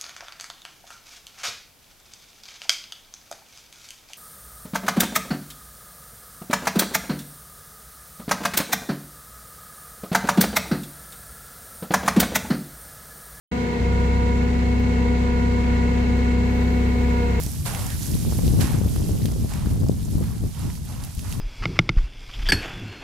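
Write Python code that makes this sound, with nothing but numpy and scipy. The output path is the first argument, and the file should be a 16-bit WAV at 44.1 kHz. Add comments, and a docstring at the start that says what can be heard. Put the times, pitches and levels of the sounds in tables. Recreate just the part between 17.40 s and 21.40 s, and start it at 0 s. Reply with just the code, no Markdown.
"""A hiker's boots bound away down loose scree, heard from a hand-held camera in gusty wind.
Each landing excites countless damped stone vibrations, which sum to a crunch and a spray of chips.
Dislodged stones keep trickling as a hiss, and a few collide in single dry clacks.
Turbulent pressure rumbles and buffets the two microphone ports, the left one harder."""
import sys
import numpy as np
from scipy import signal
from scipy.fft import rfft, irfft
from scipy.io import wavfile

SR = 44100
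rng = np.random.default_rng(int(sys.argv[2]) if len(sys.argv) > 2 else 0)


def unload_audio(sound):
    """Save the sound as a 16-bit wav file, at the path given as the first command line argument."""
    columns = np.transpose(np.atleast_2d(sound))
    # keep every value between -1 and 1, then stretch to whole-number steps
    steps = np.round(np.clip(columns, -1, 1) * 32767)
    wavfile.write(sys.argv[1], SR, steps.astype(np.int16))


N = 176400

# Wind pressure on the ports: t/s, relative level/dB
GUST_LEVEL = [(0, -30.5), (.67, -29), (.71, -22.5), (.82, -26), (.88, -22.5), (.99, -25), (1.08, -18.5),
              (1.27, -23.5), (1.6, -24.5), (2.05, -25), (2.11, -30), (2.28, -25), (2.48, -23),
              (2.62, -28.5), (2.8, -24), (2.98, -30.5), (3.05, -24.5), (3.14, -35), (3.25, -26), (3.4, -33),
              (3.65, -32), (3.72, -38.5), (3.8, -32.5), (4, -28.5)]
# Spectral density of the rumble: f/Hz, level/dB
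RUMBLE_SPECTRUM = [(10, -27), (28, -7.5), (65, 1), (110, 0.5), (170, -6.5), (260, -15.5), (400, -34.5),
                   (700, -38), (2000, -58.5)]
# Strong eddies hit the left port: t/s, relative peak level/dB, half width/ms
BUFFETS = [(.066, -12.5, 1.3), (.755, -9, 1.4), (0.851, -21, 0.37), (0.9243, -13, 0.41),
           (0.991, -14.5, 0.5), (1.08, -7.5, 1.05), (1.138, -6.5, 1.14), (1.196, -8, 1.24),
           (1.415, -8, 0.98), (1.462, -6.5, 1.26), (1.562, -19, 0.23), (1.693, -15, 0.66),
           (1.854, -10, 0.97), (2.047, -12.5, 0.93), (2.272, -5, 1.67), (2.438, -24, 0.39),
           (2.4966, -1, 0.93), (2.756, -4.5, 1.84), (2.811, -8.5, 1.23), (3.039, -17, 0.82),
           (3.523, -23, 1.4), (3.779, -13.5, 3.1)]
# The largest eddies cover both ports at once: f/Hz, gain of the ports' difference/dB
PORT_DIFFERENCE = [(30, -6), (65, -10.5), (130, 1), (250, 0)]
# Small stones running down the slope: t/s, relative level/dB
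TRICKLE_LEVEL = [(0, -34), (.18, -37), (.46, -36.5), (.85, -35.2), (1.15, -35), (1.32, -36), (1.45, -40.5),
                 (1.8, -37), (2.05, -40.5), (2.5, -41.5), (2.8, -40.3), (3.05, -43.5), (3.22, -40),
                 (3.5, -41.5), (4, -42)]
# Spectral density of the trickle: f/Hz, level/dB
TRICKLE_SPECTRUM = [(200, -14), (450, -4.5), (800, -2), (1300, -6.5), (2200, -5), (3300, -2), (5500, 2),
                    (9000, 2), (12300, 4), (14200, -3), (16000, -14)]
# Sheets of fine gravel let go: crest t/s, rise/s, fall/s, relative level/dB
SLIPS = [(.625, 0.13, 0.26, -34), (1.551, 0.086, 0.1, -37), (2.7, 0.038, 0.076, -44.5),
         (3.905, 0.055, 0.056, -36.5)]
# Single stones knock together: t/s, peak level/dB, f/Hz
CLACKS = [(0.0358, -17, 8950), (0.063, -18.5, 6240), (0.4652, -21, 6200), (0.5028, -20, 3840),
          (0.667, -19, 7900), (0.349, -18, 2650), (1.079, -19.5, 2930), (1.21, -14, 3870),
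          (1.8568, -15.5, 3700), (1.858, -22, 6700), (2.137, -20.5, 5300), (2.259, -25.5, 1300),
          (2.486, -23.5, 5530), (2.838, -28, 1280), (3.301, -27, 2010), (3.354, -28, 3630),
          (3.6382, -21, 8250), (3.648, -22, 12000), (3.7505, -23, 9500), (3.7927, -21.5, 4360),
          (3.9252, -17.5, 3700)]
# Spectrum of one knock: f/pitch, level/dB
KNOCK_SPECTRUM = [(.1, -28), (.35, -5), (.6, -1.5), (1, 4.5), (1.4, 3), (2.3, -6), (4, -6)]
# Boot landings: t/s, rise/s, slide/s, crunch level/dB, spray level/dB, crunch f/Hz, heel bite f/Hz
LANDINGS = [(-.03, .02, 0.11, -47, -54, 800, 1500), (0.249, 0.013, 0.21, -32.5, -27.5, 780, 755),
            (1.195, 0.017, 0.17, -33.5, -27, 826, 1730), (2.072, 0.048, 0.22, -38, -38.5, 810, 1510),
            (2.809, 0.015, 0.15, -43, -57, 940, 1300), (3.12, 0.091, 0.17, -40, -59, 940, 1300),
            (3.432, 0.098, 0.24, -42, -62, 855, 1100), (3.823, 0.027, 0.41, -45, -41.5, 910, 1500)]
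# Spectral density of gravel under the boot: f/pitch, level/dB
CRUNCH_SPECTRUM = [(.13, -28), (.38, -15), (.56, -7), (.78, -2.5), (1, 0.5), (1.45, -4.5), (2.1, -10.5),
                   (3.2, -11.5), (6, -17), (18, -42)]
# Spectral density of the thrown chips: f/Hz, level/dB
SPRAY_SPECTRUM = [(300, 0), (1500, 5), (4500, 14), (8000, 16), (12300, 15), (14200, 4), (16000, -6)]
# A boot drags and the stones rasp: t/s, duration/s, level/dB, f/Hz
SCRAPES = [(0.473, 0.069, -42, 1660)]
# The left port is shaded from the stones: f/Hz, gain/dB
LEFT_SHADE = [(700, -9), (2000, -4), (4500, -6.5), (8000, -7), (10000, -3), (12500, -8)]

FIZZ_HZ, FIZZ_DB, FIZZ_LOSS_DB_PER_S = 9900, 1, 2.5  # the top of the hiss fades as the hiker draws away
KNOCK_DECAY_S, RING_DECAY_S, RING_DB = 0.00072, 0.019, -21.5
RINGING_BELOW_HZ = 2300  # stones pitched lower are larger and ring longer
CRUNCH_SAG_DB, CRUNCH_RELEASE_S = 5.5, 0.063
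SPRAY_HOLD_S, SPRAY_RELEASE_S = 0.016, 0.041
BITE_DB, BITE_Q, BITE_RELEASE_S = -7, 1.9, 0.09  # level relative to the spray


def amp(db):
    """Amplitude ratio of a level in decibels."""
    return 10 ** (np.asarray(db) / 20)


def unit_rms(x):
    """Normalisation to unit mean power."""
    return x / np.sqrt(np.mean(x ** 2) + 1e-20)


def curve(points):
    """Linear interpolation of a time table at every sample."""
    return np.interp(np.arange(N) / SR, *np.transpose(points))


def colour(x, spectrum, pitch=1):
    """Zero-phase filtering by a table of levels over log frequency; pitch scales its frequencies."""
    hz, db = np.transpose(spectrum)
    bins = np.fft.rfftfreq(x.shape[-1], 1 / SR)
    gain = amp(np.interp(np.log(bins + 1), np.log(pitch * hz + 1), db))
    return irfft(rfft(x) * gain)


def wander(rate_hz):
    """Random modulation: low-passed Gaussian noise of unit rms."""
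    lowpass = np.exp(-(np.fft.rfftfreq(N, 1 / SR) / rate_hz) ** 2)
    return unit_rms(irfft(rfft(rng.standard_normal(N)) * lowpass, N))


def add(mix, start, sound):
    """Superposition of a sound on the mix from a start time in seconds."""
    part = mix[:, max(round(start * SR), 0):][:, :sound.shape[-1]]
    part += sound[..., :part.shape[1]]


def envelope(start, rise, hold, release, sag_db=0):
    """Linear rise, a hold that may sag, then exponential decay; times in seconds."""
    t = np.maximum(np.arange(N) / SR - start, 0)
    held = np.minimum(t / rise, 1) * amp(-sag_db * np.minimum(t / hold, 1))
    return held * np.exp(-np.maximum(t - hold, 0) / release)


def eddy(width_ms, rebound_ratio=3.12):
    """A vortex's pressure pulse has zero mean: sharp suction balanced by a wider rebound on both sides."""
    u = np.arange(-1024, 1024) / SR * 1000 / width_ms
    suction, rebound = (1 + np.array([u, u / rebound_ratio]) ** 2) ** -1.5
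    pulse = rebound / rebound.sum() - suction / suction.sum()
    return pulse / abs(pulse).max()


def wind():
    """Turbulent pressure at the ports: a low rumble, a fitful flutter of small eddies and hard buffets."""
    gust_db = curve(GUST_LEVEL)
    out = unit_rms(colour(rng.standard_normal((2, N)), RUMBLE_SPECTRUM)) * amp(gust_db + 3.0)
    flutter_db = np.minimum(gust_db + 1.17 * (gust_db + 25.0), -20.5)  # outgrows the gust, up to a cap
    for width_ms, per_s, left_db, right_db in [(1.286, 310, -0.5, -7.0), (0.41, 120, -19, -26.0)]:
        arrivals = (rng.random((2, N)) < per_s / SR) * rng.uniform(-1.08, 1, (2, N))
        pulses = signal.oaconvolve(arrivals, eddy(width_ms)[None], "same", axes=1)
        flutter = unit_rms(pulses * amp(1.54 * wander(22)))
        out += flutter * amp([[left_db], [right_db]]) * amp(flutter_db)
    for s, db, width_ms in BUFFETS:
        pulse = eddy(width_ms)
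        add(out, s - len(pulse) / 2 / SR, pulse * amp(db) * amp([[0], [-15]]))
    mid = out.mean(0)
    side = colour((out[0] - out[1]) / 2, PORT_DIFFERENCE)
    return np.array([mid + side, mid - side])


def gravel(per_s, spread_db, cycles, scatter, modes=30):
    """Shot noise: random stone contacts ring as damped modes, with a phase difference between the ports."""
    out, t = np.zeros((2, N)), np.arange(1024) / SR
    for hz in np.geomspace(350, 15000, modes):
        weight = np.sqrt(hz / 4000)  # higher modes are struck more often and carry more power
        at = np.flatnonzero(rng.random(N) < per_s * weight / modes / SR)
        strength = amp(spread_db * np.minimum(rng.standard_exponential(N)[at], 4.5))
        port_shift = scatter * rng.uniform(-np.pi, np.pi, N)[at]
        phase = rng.uniform(0, 2 * np.pi, N)[at]
        ring = np.exp((2j * np.pi - 2 / cycles) * hz * t).astype(np.complex64)
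        hits = np.zeros((2, N), np.complex64)
        hits[:, at] = strength * np.exp(1j * np.array([phase, phase + port_shift]))
        out += weight * unit_rms(signal.oaconvolve(hits, ring[None], axes=1)[:, :N].real)
    return out


def trickle():
    """Dense impacts fuse into hiss and sparse ones tick; fresh slips add in power and stay bright."""
    hiss = unit_rms(colour(gravel(per_s=24000, spread_db=1.5, cycles=4, scatter=0.68), TRICKLE_SPECTRUM))
    ticks = unit_rms(colour(gravel(per_s=900, spread_db=4.0, cycles=4.5, scatter=0.18), TRICKLE_SPECTRUM))
    t, running = np.arange(N) / SR, amp(curve(TRICKLE_LEVEL))
    slipping = sum(amp(db) * np.exp(-abs(t - s) / np.where(t < s, rise, fall))
                   for s, rise, fall, db in SLIPS)
    stones = hiss * amp(-1.13 + 1.04 * wander(12.4)) + amp(-8.5) * ticks
    body = signal.lfilter(*signal.butter(1, FIZZ_HZ, fs=SR), stones)
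    fizz_gain = running * amp(FIZZ_DB - FIZZ_LOSS_DB_PER_S * t)
    return np.hypot(running, slipping) * body + np.hypot(fizz_gain, slipping) * (stones - body)


def clacks():
    """Impact transients: a noise burst about the stone's pitch decays fast, leaving a faint short tail."""
    out, t = np.zeros((2, N)), np.arange(2048) / SR
    attack = 1 - np.exp(-t / 0.00018)
    tail = amp(RING_DB) * np.exp(-t / RING_DECAY_S)
    for s, db, hz in CLACKS:
        shared, left, right = rng.standard_normal((3, len(t)))
        grit = shared + 0.22 * np.array([left, right])
        decay_s = KNOCK_DECAY_S * max(1, RINGING_BELOW_HZ / hz) ** 2
        knock = colour(grit, KNOCK_SPECTRUM, hz) * attack * (np.exp(-t / decay_s) + tail)
        add(out, s, amp(db) * knock / abs(knock).max())
    return out


def footsteps():
    """Impact and friction: the heel bites and throws chips; the sole grinds stones, pitched by size."""
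    coarse = gravel(per_s=17000, spread_db=2.5, cycles=6.8, scatter=0.59) * amp(0.78 * wander(65))
    fine = gravel(per_s=18000, spread_db=1.5, cycles=3.5, scatter=0.96)
    spray = unit_rms(colour(fine, SPRAY_SPECTRUM))
    out = np.zeros((2, N))
    for s, rise, slide, crunch_db, spray_db, crunch_hz, bite_hz in LANDINGS:
        crunch = unit_rms(colour(coarse, CRUNCH_SPECTRUM, crunch_hz))
        bite = unit_rms(signal.lfilter(*signal.iirpeak(bite_hz, BITE_Q, SR), coarse[:, ::-1]))
        out += amp(crunch_db) * envelope(s, rise, slide, CRUNCH_RELEASE_S, CRUNCH_SAG_DB) * crunch
        out += amp(spray_db) * envelope(s, rise, SPRAY_HOLD_S, SPRAY_RELEASE_S) * spray
        out += amp(spray_db + BITE_DB) * envelope(s, rise, SPRAY_HOLD_S, BITE_RELEASE_S) * bite
    for s, duration, db, hz in SCRAPES:
        rasp = unit_rms(signal.lfilter(*signal.iirpeak(hz, Q=6, fs=SR), fine))
        out += amp(db) * envelope(s, rise=0.01, hold=duration, release=0.017) * rasp
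    return out


def scene():
    """Acoustic shadowing of the left port sets the stones to the right; wind acts on both ports."""
    left, right = footsteps() + trickle() + clacks()
    return np.array([colour(left, LEFT_SHADE), right]) + wind()


def record(dry):
    """Band limiting: the camera acts as a linear-phase low-pass filter."""
    lowpass = signal.firwin(511, cutoff=15900, window=("kaiser", 9), fs=SR)
    return signal.oaconvolve(dry, lowpass[None], "same")


dry = scene()
out = record(dry)
unload_audio(out)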